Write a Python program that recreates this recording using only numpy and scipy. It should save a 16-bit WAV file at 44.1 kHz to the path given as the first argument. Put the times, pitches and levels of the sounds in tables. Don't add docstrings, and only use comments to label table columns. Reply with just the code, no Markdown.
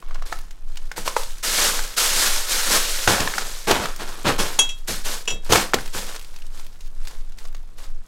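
import sys
import numpy as np
from scipy import signal
from scipy.fft import rfft, irfft
from scipy.io import wavfile
from scipy.ndimage import uniform_filter1d

SR = 44100
rng = np.random.default_rng(int(sys.argv[2]) if len(sys.argv) > 2 else 0)


def pcm_store(signal):
    levels = np.round(np.clip(np.atleast_2d(signal), -1, 1) * 32767)
    wavfile.write(sys.argv[1], SR, levels.astype(np.int16).T)


N = 355887
TIME = np.arange(N) / SR

# start in seconds, pressing in, in seconds,
# pushing on in seconds, dying away as t60 in seconds, relative leaf level in dB, relative grit level in dB.
FOOT_MOVEMENTS = [(0.0, 0.11, .15, 0.56, -63, -50.5), (0.251, 0.011, 0.074, 0.5, -43.5, -47),
                  (.66, 0.022, 0.25, 0.75, -57, -59), (0.957, 0.022, 0.0039, 0.28, -33, -37),
                  (1.044, 0.02, 0.004, 0.47, -32, -36.5), (1.157, 0.0097, 0.011, 0.96, -35, -48.5),
                  (1.425, 0.018, 0.19, 0.37, -23, -37), (1.553, 0.031, 0.11, 0.8, -22.5, -31),
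                  (1.963, .02, .085, 0.92, -19.5, -34.5), (2.12, 0.076, 0.042, 1.43, -20.5, -33.5),
                  (2.46, 0.062, 0.013, 3.8, -22.5, -38.5), (2.65, 0.082, 0.036, 0.13, -18.5, -24.5),
                  (2.77, 0.01, 0.019, 1, -28.5, -40), (3.005, 0.038, .02, .3, -30, -47),
                  (3.07, .014, 0.051, .27, -21.5, -19), (3.16, 0.031, 0.025, 0.43, -29.5, -25.5),
                  (3.3, 0.079, 0.034, 0.79, -35.5, -36.5), (3.668, .016, .028, 0.58, -26.5, -17.5),
                  (3.792, 0.035, 0.019, 0.28, -35.5, -29), (3.983, 0.026, 0.018, 0.28, -39.5, -31.5),
                  (4.06, 0.025, 0.051, 1.05, -44.5, -40.5), (4.239, 0.038, 0.013, 0.28, -28.5, -18.5),
                  (4.378, 0.012, 0.014, 0.65, -25.5, -25), (4.583, 0.0055, 0.0086, .25, -38, -29),
                  (4.871, 0.013, 0.022, 0.46, -26.5, -35.5), (5.035, 0.02, 0.093, 0.3, -30.5, -36.5),
                  (5.273, 0.0044, 0.018, 0.24, -42, -34), (5.41, 0.082, .01, .2, -44, -44.5),
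                  (5.49, 0.033, 0.049, 0.34, -21.5, -19.5), (5.735, .012, 0.017, 1.7, -40.5, -53),
                  (5.924, 0.019, .025, 0.59, -30.5, -34), (6.061, 0.032, 0.061, 0.14, -42.5, -42),
                  (6.2, 0.025, 0.13, 2.4, -57.5, -58), (6.51, 0.034, .05, 0.63, -49, -53.5),
                  (6.78, 0.029, 0.047, 0.14, -56, -67), (6.95, 0.14, 0.044, 0.56, -49.5, -50.5),
                  (7.37, 0.0082, 0.067, 0.2, -52, -54.5), (7.768, .016, .07, 0.27, -50, -51)]
# start in seconds, level in dB.
HEEL_STRIKES = [(.975, -36), (2.739, -45), (3.072, -16.5), (3.197, -21), (3.673, -28), (3.707, -25.5),
                (3.785, -24), (4.246, -20), (4.276, -19), (4.387, -22.5), (4.885, -27), (5.05, -41),
                (5.306, -30.5), (5.494, -19.5), (5.523, -15.5), (5.741, -26), (5.946, -31)]
# start in seconds, relative knock level in dB,
# knock pitch in Hz, relative crack level in dB.
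SNAP_EVENTS = [(0.025, -31, 1100, -55), (.109, -29, 1180, -49), (.144, -46, 1600, -35.5),
               (.156, -26, 1110, -43.5), (.222, -26.5, 1190, -37), (.322, -20.5, 900, -43),
               (.3255, -14, 1300, -28.5), (.508, -54, 1480, -37), (.771, -31, 4200, -29.5),
               (.915, -22.5, 1500, -29.5), (0.979, -18.5, 910, -40), (1.0766, -11, 1045, -18.5),
               (1.165, -6.5, 935, -23.5), (1.232, -47.5, 1190, -27.5), (1.791, -17.5, 1550, -35),
               (3.0757, -2.5, 1430, -14), (3.088, -17.5, 1420, -23), (3.203, -24, 705, -16),
               (3.275, -10.5, 1750, -45), (3.338, -18.5, 1560, -33), (3.381, -12.5, 1400, -20),
               (3.711, -6.5, 597, -11), (3.856, -15, 1220, -27), (4.287, -25, 856, -25),
               (4.5895, -16.5, 940, -13), (5.522, -8, 656, -7), (5.532, -6, 900, -7.5),
               (5.557, -9, 1290, -10.5), (5.7347, -6, 1330, -19.5), (5.741, -3, 404, -10),
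               (5.786, -19.5, 1560, -44.5), (5.858, -36, 1400, -30.5), (6.162, -31.5, 1220, -28.5),
               (6.225, -38, 7800, -49), (6.361, -42, 2760, -35.5), (6.42, -36.5, 2850, -43),
               (6.595, -42.5, 1000, -35), (6.807, -39.5, 3900, -40), (7.072, -48.5, 915, -29.5),
               (7.11, -37, 980, -38), (7.32, -55, 1990, -45), (7.385, -40, 2250, -35.5),
               (7.452, -37, 1130, -39), (7.547, -35.5, 1190, -37)]
# frequency in Hz, relative level in dB when struck on the belly,
# relative level in dB when struck on the neck, t60 in seconds.
BOTTLE_MODES = [(2649, -9, -1, .21), (2890, -16, 3, .06), (3289, 0, -3, .26), (3775, -22, -15, .38),
                (5523, -23, -9, .16), (5846, -7, 0, .14), (6601, -2, -17, .15), (7040, -15, -3, .14),
                (7278, -19, -11, .17), (7526, -10, -18, .17), (7730, -21, -16, .22), (8980, -19, -15, .11),
                (9259, -3, -23, .08), (9615, -14, -22, .15), (10000, -12, -25, .1), (10560, -16, -27, .11),
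                (11570, -18, -30, .1), (13080, -25, -23, .07)]
# start in seconds, level in dB, place from belly 0 to neck 1,
# scraping as a share of the first blow.
BOTTLE_KNOCKS = [(4.391, -27.5, 1, 0.97), (4.59, -9, 0.051, 0.24), (4.690, -29, 0.57, 0.77),
                 (5.276, -24, 1, 0.94), (5.303, -29.5, 1, 1)]
# frequency in Hz, relative density in dB per Hz.
LEAF_SPECTRUM = [(100, -8.5), (250, -15), (550, -0.5), (850, -3.5), (1500, 3), (2400, 0.5), (3700, 3.5),
                 (7000, 3.5), (9500, 0), (13000, -3.5), (16000, -10.5)]
GRIT_SPECTRUM = [(80, -15), (200, -2.5), (520, 1), (850, 0.5), (1450, 0.5), (2100, -5), (3200, -5),
                 (6000, -10), (16000, -52.5)]
THUD_SPECTRUM = [(30, -10), (70, 4), (130, 3.5), (330, -2.5), (600, -3), (1200, -25.5), (3000, -19),
                 (16000, -91.5)]
CRACK_SPECTRUM = [(200, -13), (1000, -5), (3000, -1), (6500, -1.5), (10000, -13.5), (16000, -17.5)]
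AIR_SPECTRUM = [(30, -22), (80, 2), (170, -3), (270, -8.5), (520, -15), (1000, -19), (3000, -30.5),
                (8000, -45), (16000, -53.5)]


def undb(db):
    return 10 ** (np.asarray(db) / 20)


def unit(x):
    return x / np.sqrt(np.mean(x ** 2))


def fade(t60, size):
    return np.exp(-np.log(1000) * TIME[:size] / max(t60, 1 / SR))


def add(out, s, sound):
    i = max(int(s * SR), 0)
    out[i:i + len(sound)] += sound[:N - i]


def colour(x, points, size=4096):
    hz, db = np.transpose(points)
    grid = np.maximum(np.fft.rfftfreq(size, 1 / SR), 1)
    gain = undb(np.interp(np.log(grid), np.log(hz), db))
    cepstrum = irfft(np.log(gain))
    cepstrum[1:size // 2] *= 2
    cepstrum[size // 2 + 1:] = 0
    response = irfft(np.exp(rfft(cepstrum)))
    return signal.fftconvolve(x, response / np.linalg.norm(response))[:len(x)]


def grains(rate, spread_db, cycles, low_hz, high_hz, count=40, size=512):
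    out = np.zeros(N)
    for hz in np.linspace(low_hz, min(high_hz, SR / 2), count):
        luck, strength = rng.random((2, N))
        breaks = luck < rate / count / SR
        kicks = np.zeros(N)
        kicks[breaks] = undb(spread_db * np.minimum(-np.log(strength[breaks]), 4))
        phase = rng.random()
        ring = fade(cycles / hz, size) * np.sin(2 * np.pi * (hz * TIME[:size] + phase))
        out += signal.oaconvolve(kicks, ring / np.linalg.norm(ring))[:N]
    return out


def play(x, db, size=2205):
    power = np.abs(uniform_filter1d(x ** 2, size))
    floor = np.mean(x ** 2) / 10 ** 4
    return x * undb(db) / np.sqrt(power + floor)


def effort(step=44, resting_leaves_db=-64, resting_grit_db=-62.5, grit_release=0.87):
    t = TIME[::step]
    stir, grind = undb(resting_leaves_db) ** 2, undb(resting_grit_db) ** 2
    for s, attack_s, hold_s, t60, leaves_db, grit_db in FOOT_MOVEMENTS:
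        press = np.clip((t - s) / max(attack_s, 1 / SR), 0, 1)
        release = np.log(1000) * np.maximum(t - s - attack_s - hold_s, 0) / t60
        stir = stir + (undb(leaves_db) * press * np.exp(-release)) ** 2
        grind = grind + (undb(grit_db) * press * np.exp(-release / grit_release)) ** 2
    return [np.interp(TIME, t, 10 * np.log10(power)) for power in (stir, grind)]


def patches(size=1100):
    points = unit(rng.standard_normal(N // size + 2))
    return np.interp(np.arange(N) / size, np.arange(N // size + 2), points)


def leaves(stir_db, busy_rate=30000, thinning=.5, gain_db=1):
    rate = busy_rate * undb(thinning * (stir_db - stir_db.max()))
    crackle = grains(rate, spread_db=1.5, cycles=10.7, low_hz=544, high_hz=15100)
    return play(colour(crackle, LEAF_SPECTRUM), stir_db + gain_db)


def settling(stir_db, tick_rate=24, tick_t60=0.027, under_db=-1, most_db=-51, size=2048):
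    out = np.zeros(N)
    for when, pitch, strength in rng.random((int(tick_rate * N / SR), 3)):
        hz = 2400 * 3.5 ** pitch
        burst = fade(tick_t60, size) * rng.standard_normal(size)
        crinkle = colour(burst, [(hz / 5, -10), (hz, 0), (hz * 3, -10)])
        add(out, when * TIME[-1], undb(11.7 * strength ** 2) * crinkle)
    return unit(out) * undb(np.minimum(stir_db + under_db, most_db))


def grit(grind_db, busy_rate=4500, thinning=.4, gain_db=0.5):
    rate = busy_rate * undb(thinning * (grind_db - grind_db.max()))
    crunch = grains(rate, spread_db=3.0, cycles=2.57, low_hz=148, high_hz=4740)
    return play(colour(crunch, GRIT_SPECTRUM), grind_db + gain_db)


def heels(rise_s=0.0023, t60=0.25, size=22050):
    out = np.zeros(N)
    push = fade(t60, size) * (1 - np.exp(-TIME[:size] / rise_s))
    for s, db in HEEL_STRIKES:
        add(out, s, undb(db) * push * rng.standard_normal(size))
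    return colour(out, THUD_SPECTRUM)


def snaps(knock_t60=0.016, crack_t60=0.029, rise_s=0.0011, knock_db=6, crack_db=3, rattle=0.47, size=4096):
    knocks, cracks = np.zeros(N), np.zeros(N)
    t = TIME[:size]
    yielding = 1 - np.exp(-t / rise_s)
    modes = [(.57, -0.37), (1, 0.69), (1.33, -0.27)]
    for s, db, hz, sharp_db in SNAP_EVENTS:
        body = sum(weight * np.sin(2 * np.pi * hz * ratio * t) for ratio, weight in modes)
        scrape_spectrum = [(hz / 6, -16), (hz, 0), (hz * 2, -7), (hz * 8, -35)]
        scrape = unit(colour(rng.standard_normal(size), scrape_spectrum))
        knock = yielding * fade(knock_t60, size) * (body + rattle * scrape)
        crack = yielding * fade(crack_t60, size) * rng.standard_normal(size)
        add(knocks, s, undb(db + knock_db) * knock)
        add(cracks, s, undb(sharp_db + crack_db) * crack)
    return knocks + colour(cracks, CRACK_SPECTRUM)


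def bottle(scrape_t60=0.18, chatter_hz=350, rise_s=0.001, rasp_db=-8, ring_s=0.2, size=17640):
    out, t = np.zeros(N), TIME[:size]
    smooth = signal.butter(2, chatter_hz, fs=SR, output="sos")
    envelope = (1 - np.exp(-t / rise_s)) * np.exp(-(t / ring_s) ** 4)
    for s, db, place, scraping in BOTTLE_KNOCKS:
        contact = scraping * fade(scrape_t60, size)
        sound = undb(rasp_db) * contact * colour(rng.standard_normal(size), CRACK_SPECTRUM)
        for hz, belly_db, neck_db, t60 in BOTTLE_MODES:
            chatter = 1 + contact * unit(signal.sosfilt(smooth, rng.standard_normal(size)))
            mode_gain = undb(belly_db + place * (neck_db - belly_db))
            sound += mode_gain * chatter * fade(t60, size) * np.sin(2 * np.pi * hz * (t + s))
        add(out, s, undb(db) * sound * envelope)
    return out


def passage(x, tail_db=-12.0, low_t60=0.31, high_t60=0.14, split_hz=2500, build_s=0.00083, size=26460):
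    low_pass = signal.butter(2, split_hz, fs=SR, output="sos")
    high_pass = signal.butter(2, split_hz, "high", fs=SR, output="sos")
    low = signal.sosfilt(low_pass, rng.standard_normal(size))
    high = signal.sosfilt(high_pass, rng.standard_normal(size))
    build = 1 - np.exp(-TIME[:size] / build_s)
    tail = (low * fade(low_t60, size) + high * fade(high_t60, size)) * build
    response = undb(tail_db) * tail / np.linalg.norm(tail)
    return x + signal.fftconvolve(x, response)[:N]


def background(air_db=-57, rumble_db=-24, rumble_low_hz=8, rumble_high_hz=18):
    air = colour(rng.standard_normal(N), AIR_SPECTRUM)
    band = signal.butter(3, [rumble_low_hz, rumble_high_hz], "band", fs=SR, output="sos")
    rumble = signal.sosfilt(band, rng.standard_normal(N))
    ease = signal.windows.tukey(N, .02)
    return undb(air_db) * air + undb(rumble_db) * unit(rumble) * ease


def scene(patchy_db=1.13):
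    stir_db, grind_db = effort()
    uneven_db = patchy_db * patches()
    litter = leaves(stir_db + uneven_db) + settling(stir_db) + grit(grind_db + uneven_db)
    steps = litter + heels() + snaps()
    mono = passage(steps) + bottle() + background()
    return np.array([mono, mono])


def record(dry, top_hz=15900):
    low_pass = signal.ellip(10, .2, 80, top_hz, fs=SR, output="sos")
    return signal.sosfilt(low_pass, np.clip(dry, -1, 1))


dry = scene()
out = record(dry)
pcm_store(out)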